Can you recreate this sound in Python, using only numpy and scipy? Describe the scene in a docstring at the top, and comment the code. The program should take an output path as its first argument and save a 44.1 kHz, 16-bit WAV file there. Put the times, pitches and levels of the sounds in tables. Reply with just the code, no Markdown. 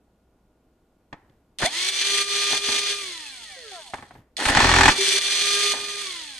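"""Cordless drill on a laptop frame

A drill runs twice on small screws in the metal frame of a laptop lying on a desk, in a quiet room.
Its motor whines up as sines locked to the shaft, its gears rattle as dense tiny impacts that ring
the housing, and it coasts down when the trigger is let go. In the second run the bit slips in the
screw head and hammers the chassis: clicks, chatter and thuds. Two microphone ports give the stereo."""
import sys
import numpy as np
from scipy import signal
from scipy.fft import rfft, irfft, next_fast_len
from scipy.io import wavfile
from scipy.ndimage import map_coordinates

SR = 44100
rng = np.random.default_rng(int(sys.argv[2]) if len(sys.argv) > 2 else 0)


def output_pcm(signal):
    """Save a mono or channel-first signal as 16-bit PCM at the path in sys.argv[1].

    Samples are clipped to [-1, 1] before scaling.
    """
    pcm = np.clip(np.atleast_2d(signal).T, -1, 1) * 32767
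    wavfile.write(sys.argv[1], SR, np.round(pcm).astype(np.int16))


N = 281799
TIME = np.arange(N) / SR
# column that splits a left-minus-right difference evenly over the two ports
SIDES = np.array([[.5], [-.5]])

# Pulls of the trigger. Each row: on in seconds, off in seconds, top speed in turns per second.
TRIGGER_PULLS = [(1.586, 3.0, 404.0), (4.368, 6.02, 406.0)]


def from_db(db):
    """Decibels to gain."""
    return 10 ** (np.asarray(db) / 20)


def rms_one(x):
    """Scale to unit power."""
    return x / np.sqrt(np.mean(x ** 2) + 1e-20)


def curve(points):
    """A table of times and values, joined by straight lines in time."""
    rows = np.array(points)
    return np.interp(TIME, rows[:, 0], rows[:, 1])


def at_hz(points, hz):
    """Read a spectrum on a log-frequency axis."""
    points = np.array(points)
    return np.interp(np.log(hz + 1), np.log(points[:, 0]), points[:, 1])


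def drift(rate):
    """Smooth random wandering with spread 1, through 2 * rate random points a second."""
    knots = rng.standard_normal(4096)
    return rms_one(map_coordinates(knots, [TIME * rate * 2], order=3, mode="wrap"))


def lag(x, seconds):
    """Follow a control with a time constant."""
    keep = np.exp(-1 / (seconds * SR))
    return signal.lfilter([1 - keep], [1, -keep], x)


def bins():
    """Frequencies in Hz of the padded transform."""
    return np.fft.rfftfreq(2 * next_fast_len(N // 2 + SR // 4), 1 / SR)


def through(x, response):
    """Filter by a frequency response."""
    return irfft(rfft(x, 2 * (len(response) - 1)) * response)[..., :N]


def lift(modes, hz, modes_db=0):
    """Gain of a set of resonances standing above a flat response."""
    power = sum(from_db(db + modes_db) ** 2 / (1 + (2 * (hz - centre) / width) ** 2)
                for centre, width, db in modes)
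    return np.sqrt(1 + power)


def body(spectrum, modes=(), modes_db=0):
    """Causal response of unit energy: a broad spectrum with resonances standing out of it."""
    hz = bins()
    size = rms_one(from_db(at_hz(spectrum, hz)) * lift(modes, hz, modes_db))
    # folding the cepstrum forward in time gives the minimum-phase response
    cepstrum = irfft(np.log(size))
    cepstrum[1:len(hz) - 1] *= 2
    cepstrum[len(hz):] = 0
    return np.exp(rfft(cepstrum))


def spread(pair):
    """Mix a common and a difference signal to left and right, alike in the bass and less so above."""
    # Each row: frequency in Hz, left-right likeness (held to at most 1 below).
    likeness = [(50, 1.25), (300, .98), (800, 0.92), (1600, 0.5), (3000, 0.68), (4000, 0.2), (5500, 0.1),
                (8000, 0.76), (9500, 0.8), (11000, 0.53)]
    alike = np.clip(at_hz(likeness, bins()), -1, 1)
    common = through(pair[0], np.sqrt((1 + alike) / 2))
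    difference = through(pair[1], np.sqrt((1 - alike) / 2))
    return common + difference * [[1], [-1]]


def grains(per_s, size_db):
    """Two streams of random tiny impacts, more uneven in size as size_db grows, at unit power."""
    sizes = from_db(size_db * np.minimum(rng.exponential(1, (2, N)), 4))
    signed = sizes * rng.choice([-1, 1], (2, N))
    struck = rng.random((2, N)) < per_s / SR
    # crowded moments get smaller grains, so density alone does not change the level
    return rms_one(signed * struck / np.sqrt(per_s))


def bursts(rows, t60):
    """An envelope that jumps at each event and dies away by 60 dB in t60 seconds."""
    return sum(from_db(row[1] - 60 * np.abs(TIME - row[0]) / t60) * (TIME >= row[0]) for row in rows)


def held(rows, attack_s):
    """Envelope of (start, end, dB, t60) events that rise, hold and die away."""
    envelope = 0
    for start, end, db, t60 in rows:
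        fall = from_db(db - 60 * np.maximum(TIME - end, 0) / t60)
        rise = 1 - np.exp(-np.maximum(TIME - start, 0) / attack_s)
        envelope = envelope + fall * rise
    return envelope


def blows(rows, click_db, chatter_db, chatter_t60, tail_db, tail_t60):
    """Each blow is a click, a short chatter of loose parts and a weak tail from the room."""
    chatter = from_db(chatter_db) * bursts(rows, chatter_t60)
    tail = from_db(tail_db) * bursts(rows, tail_t60)
    force = (chatter + tail) * rng.standard_normal((2, N))
    for s, db, *rest in rows:
        force[0, round(s * SR)] -= from_db(db + click_db)
    return spread(force)


def tone(cycles, gain, flutter_db, pan_db, port_phase):
    """A fluttering sine that meets the two microphone ports with its own level and phase (radians)."""
    level = gain * from_db(flutter_db * drift(22) + pan_db * SIDES)
    return np.sqrt(2) * level * np.sin(2 * np.pi * cycles + port_phase * SIDES)


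def room_air():
    """Quiet room tone: steady noise shaped by a spectrum that falls from the bass up."""
    # Each row: frequency in Hz, relative level in dB.
    air_spectrum = [(12, -43.5), (20, -3), (61, -7), (92, -9.5), (155, -13), (178, -8), (319, -9),
                    (525, -15.5), (571, -19.5), (620, -16), (1420, -27.5), (1830, -32), (15000, -44.5)]
    noise = spread(rng.standard_normal((2, N)))
    return from_db(-64.5) * through(noise, body(air_spectrum))


def room_hum():
    """Faint steady tones in the room, each a sine with a slightly wandering phase."""
    # Each row: frequency in Hz, level in dB ahead of a common trim.
    hum_tones = [(59.2, -70), (156.1, -82), (624.5, -79.5), (710.6, -91), (1437, -85.5), (7192, -102)]
    trim_db = -1.5
    return sum(np.sqrt(2) * from_db(db + trim_db) * np.sin(2 * np.pi * hz * TIME + .5 * drift(6))
               for hz, db in hum_tones)


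def hands_on_case():
    """Hands shift on the case: skin rubbing makes many tiny impacts, heard as a dull rustle."""
    # Each row: start in seconds, end in seconds, level in dB, t60 in seconds.
    rubs = [(1.15, 1.34, -65, .7), (3.93, 4.03, -53.5, .4), (4.12, 4.19, -50.5, .22)]
    # Each row: frequency in Hz, relative level in dB.
    rustle_spectrum = [(30, -7), (90, 6), (200, -4), (500, -10.5), (900, -16.5), (2000, -23.5),
                       (8000, -36.5)]
    rub = spread(grains(1500, size_db=2))
    return through(rub * held(rubs, attack_s=.025), body(rustle_spectrum))


def thuds(rows, delay_s, width_s, thud_db):
    """After a blow the drill drops back on the work and pushes the laptop against the desk."""
    push = sum(from_db(db + thud_db) * np.exp(-.5 * ((TIME - s - delay_s) / width_s) ** 2)
               for s, peak, db in rows)
    return -signal.sosfilt(signal.butter(1, 18, "high", fs=SR, output="sos"), push)


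def ratchet():
    """Evenly spaced slips, growing harder on the whole: (s, relative peak dB, relative thud dB)."""
    start_s, end_s = 4.6207, 4.8802
    first_db, last_db, uneven_db, thud_db = -7.5, -0.3, 2, -20
    along = np.linspace(0, 1, 12)
    times = start_s + (end_s - start_s) * along
    peaks = first_db + (last_db - first_db) * along + uneven_db * rng.standard_normal(len(along))
    return [(s, db, thud_db) for s, db in zip(times, peaks)]


def bit_on_screw():
    """Grinding, slips and knocks of the bit all sound through the laptop chassis."""
    # Grinding in the screw head. Each row: start in seconds, end in seconds, relative dB, t60 in seconds.
    grinding = [(1.595, 1.664, -34.5, 0.11), (2.5, 2.535, -35.5, 0.26), (2.68, 2.74, -42, 0.28),
                (4.385, 4.47, -30, 0.21), (4.47, 4.51, -24.5, 0.75), (4.555, 4.888, -24.5, 0.23),
                (5.73, 5.76, -40, 0.58)]
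    # Single jumps of the bit out of the screw's cross.
    # Each row: time in seconds, relative peak in dB, relative dB of the thud that follows.
    single_slips = [(4.454, -6, -26), (4.487, -8, -24), (4.519, -18, -32), (4.55, -5, -24),
                    (4.571, -2.5, -22), (4.603, -2, -34), (4.886, -8.5, -45)]
    # Bit knocking on the frame. Each row: time in seconds, relative peak in dB, relative thud in dB.
    frame_knocks = [(1.128, -27, -44), (1.134, -45, -48), (1.296, -63, -56), (1.622, -14, -31),
                    (1.63, -19, -28), (2.531, -19.5, -55), (2.687, -22.5, -46), (3.936, -22, -51),
                    (3.941, -27, -57), (3.983, -35, -60), (4.025, -32, -66), (4.108, -38, -59),
                    (4.153, -41.5, -48.5), (5.737, -19.5, -60)]
    # Resonances of the chassis. Each row: frequency in Hz, width in Hz, relative lift in dB.
    chassis_modes = [(273, 75, 6), (385, 22, -8), (876, 210, 0.5), (1290, 72, 0), (1490, 89, 1.5),
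                     (1790, 170, 4.5), (2490, 69, 2), (2900, 67, -7)]
    # Spectra of the three contacts. Each row: frequency in Hz, relative level in dB.
    scrape_spectrum = [(30, -13), (150, -12), (280, -6), (520, -2.5), (850, -1.5), (1300, -7), (1900, -3.5),
                       (2800, -7.5), (5000, -16.5), (12000, -38.5)]
    slip_spectrum = [(60, -2.5), (280, -7), (520, -13.5), (850, 3), (1300, -1.5), (1900, 0.5), (2800, -2.5),
                     (5000, -7), (8000, -10), (14000, -50)]
    knock_spectrum = [(35, -28), (70, -4.5), (220, -6), (340, -3), (500, -5.5), (830, 3), (1450, -6),
                      (1900, -2.5), (2800, -15.5), (6300, -31), (8400, -37.5), (14000, -65)]

    jumps = single_slips + ratchet()
    # just before each slip the bit rides up the flank of the screw's cross and grinds less
    riding = sum(np.exp(-.5 * ((TIME - s + .003) / .004) ** 2) for s, peak, thud in jumps)
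    grind = spread(grains(2500, size_db=1.5)) * held(grinding, attack_s=0.011)
    grind = grind * from_db(2.5 - 2.7 * riding)
    slips = blows(jumps, click_db=8.0, chatter_db=-8.5, chatter_t60=0.059, tail_db=-32.5, tail_t60=0.36)
    knocks = blows(frame_knocks, click_db=6.5, chatter_db=-5.0, chatter_t60=0.045,
                   tail_db=-25.5, tail_t60=0.46)

    ringing = through(grind, body(scrape_spectrum, chassis_modes, modes_db=3.5))
    ringing = ringing + through(slips, body(slip_spectrum, chassis_modes, modes_db=6.0))
    # a light knock barely sets the frame ringing
    ringing = ringing + through(knocks, body(knock_spectrum, chassis_modes, modes_db=-3))
    slip_thuds = thuds(jumps, delay_s=0.0141, width_s=0.0016, thud_db=6.0)
    knock_thuds = thuds(frame_knocks, delay_s=.008, width_s=0.00054, thud_db=11.5)
    return ringing + slip_thuds + knock_thuds


def motor_speed():
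    """Turns per second: the motor spins up while the trigger is held and friction stops it afterwards."""
    # The second screw drags on the motor. Each row: time in seconds, turns per second lost.
    screw_drag = [(4.6, 0), (4.72, 11.6), (5.1, 12), (5.35, 4.3), (5.6, 0)]
    # time constants of the main rise and of the last few percent, and the share of the latter
    spin_up_s, settle_s, settle_share = .09, .28, .06
    # coasting: time constant of the viscous loss, and dry friction (turns per s lost each second)
    coast_s, friction = 1.65, 225
    speed = -curve(screw_drag)
    for on, off, top in TRIGGER_PULLS:
        powered = np.clip(TIME - on, 0, off - on)
        coasting = np.maximum(TIME - off, 0)
        main_gap = (1 - settle_share) * np.exp(-powered / spin_up_s)
        settle_gap = settle_share * np.exp(-powered / settle_s)
        driven = top * (1 - main_gap - settle_gap)
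        dry_loss = friction * coast_s
        speed = speed + np.maximum((driven + dry_loss) * np.exp(-coasting / coast_s) - dry_loss, 0)
    return np.maximum(speed, 0)


def load_db():
    """dB that hand pressure adds to rattle, hiss and hum: added load builds slower than it lets go."""
    # The hand leans on the drill and loads the gears. Each row: start in seconds, end in seconds,
    # dB aimed for on the rattle, on the hiss, on the motor hum.
    presses = [(1.596, 1.664, 30, 31.4, 0), (1.715, 1.894, 9.5, 8.3, 1.5), (1.92, 2.022, 8.5, 4.4, -4.5),
               (2.02, 2.223, 9.5, 9.2, 7.5), (2.268, 2.575, 9, 6.6, 7), (2.614, 2.794, 9.5, 7.4, 8),
               (2.813, 2.927, 7, 3.4, 3.5), (4.371, 4.504, 14.5, 18.3, 19), (4.515, 4.925, 10, 6.3, 12),
               (4.95, 5.186, 13, 12.7, -3), (5.205, 5.386, 9, 7.3, -0.5), (5.384, 5.727, 9.5, 9.5, 9.5)]
    build_s, release_s = 0.042, 0.012
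    aim = sum(np.outer(added, (TIME >= start) & (TIME < end)) for start, end, *added in presses)
    return lag(np.minimum(aim, lag(aim, build_s)), release_s)


def gear_gains(speed, rattle_load, hiss_load):
    """Rattle and hiss follow speed and load, and jump as the gears are jolted at each start."""
    # Unloaded gearbox. Each row: speed in turns per second, relative rattle in dB, relative brush hiss in dB.
    free_running = [(12, -65.5, -76.5), (62, -50, -58.5), (126, -41.5, -53.5), (150, -44.5, -57.5),
                    (227, -42.5, -53), (330, -37, -49.5), (394.5, -32, -43)]
    speeds, rattle_db, hiss_db = np.transpose(free_running)
    moving = np.minimum(speed / speeds[0], 1)
    jolt = bursts([(on, 0) for on, off, top in TRIGGER_PULLS], t60=0.41)
    rattle = moving * from_db(np.interp(speed, speeds, rattle_db) + rattle_load) + from_db(-31) * jolt
    hiss = moving * from_db(np.interp(speed, speeds, hiss_db) + hiss_load) + from_db(-42) * jolt
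    return rattle, hiss


def tone_gain(law, speed, load):
    """A tone grows with speed and follows its share of the load."""
    full_speed = 404  # turns per s
    db, db_per_doubling, share = law
    return from_db(db + db_per_doubling * np.log2((speed + 1) / full_speed) + share * load)


def armature_gain(law, speed, load):
    """The armature tones fade a further 2 dB while the motor coasts without current."""
    coasting = 1.0 - sum((TIME >= on) & (TIME < off) for on, off, top in TRIGGER_PULLS)
    unpowered = np.minimum(coasting, lag(coasting, 0.089))
    return tone_gain(law, speed, load) * from_db(-2 * unpowered)


def flares(order):
    """Gain of a motor tone flaring up: a chirp under strain, a buzz on the screw, a moan in coasting."""
    # Each row: start in seconds, end in seconds, multiple of the shaft rate, level in dB.
    flare_ups = [(1.646, 1.668, 3, -25), (1.654, 1.666, 9, -25), (3.563, 3.745, 3, -53),
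                 (3.715, 3.802, 6, -44), (4.766, 4.864, 1, -39), (4.983, 5.043, 1, -29.5),
                 (5.076, 5.098, 1, -29), (5.135, 5.168, 1, -32.5)]
    rows = [(start, end, db, .06) for start, end, k, db in flare_ups if round(k) == order]
    return held(rows, attack_s=0.0025)


def gear_whine(speed, turns, rattle_gain, gear_load):
    """The pinion whistles; weaker meshing tones follow the load and flare up as they cross a resonance."""
    # Each entry: dB running free at full speed, dB per doubling of speed, share of the load.
    pinion_law = (-50.5, 49, 1.35)
    # Faint tones carried by the gears. Each row: multiple of the shaft rate, dB relative to the rattle gain.
    mesh_tones = [(4, -34.5), (9, -23.5), (11, -27), (12, -25), (15, -26.5)]
    # Resonances that the tones glide through. Each row: frequency in Hz, width in Hz, lift in dB.
    mesh_modes = [(730, 160, 21.5), (1350, 69, 12.5), (1830, 110, 17), (2320, 80, 12.5), (4030, 260, 10.5)]
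    echo_s, echo_db = .0031, -10.5  # reflection from the desk top

    tooth_cycles = 15 * turns
    out = tone(tooth_cycles, tone_gain(pinion_law, speed, gear_load),
               flutter_db=1.0, pan_db=10.0, port_phase=-1.2)
    load = rattle_gain * np.minimum(speed / 100, 1) ** 2
    for k, db in mesh_tones:
        hz = round(k) * speed
        # the echo from the desk alternately adds and cancels as a tone glides
        comb = np.abs(1 + from_db(echo_db) * np.exp(-2j * np.pi * hz * echo_s))
        gain = load * from_db(db) * lift(mesh_modes, hz) * comb
        out = out + tone(round(k) * turns, gain, flutter_db=4.0, pan_db=-1.0, port_phase=.3)
    return out


def motor_whine(speed, turns, gear_load, hum_load):
    """Rotor unbalance sounds once a turn; the three-pole armature sounds at multiples of three."""
    # Each entry of the three: dB running free at full speed, dB per doubling of speed, share of the load.
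    shaft_law = (-46, 32, 1)
    pole_law = (-46, 21.5, 1.0)
    commutator_law = (-42, 20, 0.81)
    shaft_gain = tone_gain(shaft_law, speed, hum_load) + flares(order=1)
    pole_gain = armature_gain(pole_law, speed, hum_load) + flares(order=3)
    commutator_gain = armature_gain(commutator_law, speed, gear_load) + flares(order=6)
    hum = tone(turns, shaft_gain, flutter_db=1.95, pan_db=2.5, port_phase=-0.38)
    poles = tone(3 * turns, pole_gain, flutter_db=2.16, pan_db=-5.0, port_phase=-.2)
    commutator = tone(6 * turns, commutator_gain, flutter_db=0.7, pan_db=2.5, port_phase=0.39)
    chirp = tone(9 * turns, flares(order=9), flutter_db=7, pan_db=7, port_phase=0)
    return hum + poles + commutator + chirp


def gearbox(speed, turns, rattle_gain, hiss_gain, beat, planet_beat, uneven_db):
    """Tooth impacts ring the housing, and brushes hiss; both swell with each shaft and planet turn."""
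    # Clicks inside the drill: light ones before the first run (perhaps its switch),
    # and gear slack taken up at each motor start. Each row: time in seconds, relative peak in dB.
    inner_clicks = [(1.1303, -32.5), (1.2974, -55), (1.5864, -23.5), (4.368, -17)]
    # Resonances of the drill housing. Each row: frequency in Hz, width in Hz, relative lift in dB.
    housing_modes = [(1810, 64, -11.5), (2700, 120, -26), (3194, 90, -8), (3470, 96, -0.5), (4150, 130, -7),
                     (4360, 115, -3), (5080, 90, -3.5), (6800, 480, -6)]
    # Spectra of rattle and brush hiss. Each row: frequency in Hz, relative level in dB.
    rattle_spectrum = [(60, -46.5), (150, -35), (300, -16.5), (600, -14.5), (1000, -14), (1450, -10),
                       (1950, 0), (2500, -1.5), (3300, 2), (3800, 0), (4350, 1.5), (5400, -5.5), (6400, -3),
                       (7300, -16), (10000, -49)]
    hiss_spectrum = [(5000, -14), (7200, -3), (8400, 4), (9000, -0.5), (9600, 1), (10600, -7),
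                     (12000, -13.5), (15500, -51)]

    planet_turns = turns * 5 / 12
    shaft_pulse = 1 + beat * np.cos(2 * np.pi * turns)
    planet_pulse = 1 + planet_beat * np.cos(2 * np.pi * planet_turns)
    pulsing = rms_one(shaft_pulse * planet_pulse) * from_db(uneven_db * drift(70))
    housing = body(rattle_spectrum, housing_modes, modes_db=8.0)
    teeth = spread(grains(800 + 14 * speed, size_db=0.0)) * pulsing * rattle_gain * from_db(0.54)
    clicks = blows(inner_clicks, click_db=-19.5, chatter_db=-5.5, chatter_t60=0.0083,
                   tail_db=-33, tail_t60=.15)
    brushes = spread(grains(1500 + 18 * speed, size_db=3.5)) * pulsing * hiss_gain * from_db(2.0)
    return through(teeth + clicks, housing) + through(brushes, body(hiss_spectrum))


def at_ports(sound):
    """Rattle and blows reach the two ports with a level balance and a left phase lead set by frequency."""
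    # Each row: frequency in Hz, left minus right in dB.
    balance = [(60, 1.5), (380, 1.5), (800, 1.5), (1290, -3.5), (1950, 2.5), (2800, -0.5), (3600, 1.2),
               (4050, -4), (5000, 2), (5500, -1.5), (7200, 0), (8000, -6), (10200, 1)]
    # The left port leads in the band of the housing resonances. Each row: frequency in Hz, lead in radians.
    port_lead = [(600, 0), (1500, 0.53), (3200, 0.29), (4000, 1.68), (4550, 0.64), (5500, 1.2), (6400, 0)]
    hz = bins()
    lean = from_db(at_hz(balance, hz) / 2)
    left, right = sound
    right_response = np.exp(-1j * at_hz(port_lead, hz)) / lean
    return np.array([through(left, lean), through(right, right_response)])


def scene():
    """Shaft speed and hand pressure drive the whine and the gears, over the bit, the hands and the room."""
    # The drill drifts slightly to the right late in the second run.
    # Each row: time in seconds, left minus right in dB.
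    drill_place = [(1.6, -0.4), (4.6, -0.4), (5.1, -0.5), (5.7, -1.5)]
    speed = motor_speed()
    gear_load, hiss_load, hum_load = load_db()
    rattle_gain, hiss_gain = gear_gains(speed, gear_load, hiss_load)
    # the speed wavers slightly; its running sum is the shaft angle in turns
    turns = np.cumsum(speed * (1 + 0.00054 * drift(18))) / SR
    tones = motor_whine(speed, turns, gear_load, hum_load) + gear_whine(speed, turns, rattle_gain, gear_load)
    gears = gearbox(speed, turns, rattle_gain, hiss_gain, beat=0.13, planet_beat=0.095, uneven_db=1.16)
    drill = tones + at_ports(gears + bit_on_screw())
    placed = drill * from_db(curve(drill_place) * SIDES)
    return placed + room_air() + room_hum() + hands_on_case()


def record(dry):
    """The loudest peaks are rounded off towards full scale and the top of the treble is cut."""
    cutoff_hz = 15827  # 70 dB down from here up
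    rounded = dry / (1 + dry ** 6) ** (1 / 6)
    return signal.sosfilt(signal.cheby2(16, 70, cutoff_hz, fs=SR, output="sos"), rounded)


dry = scene()
out = record(dry)
output_pcm(out)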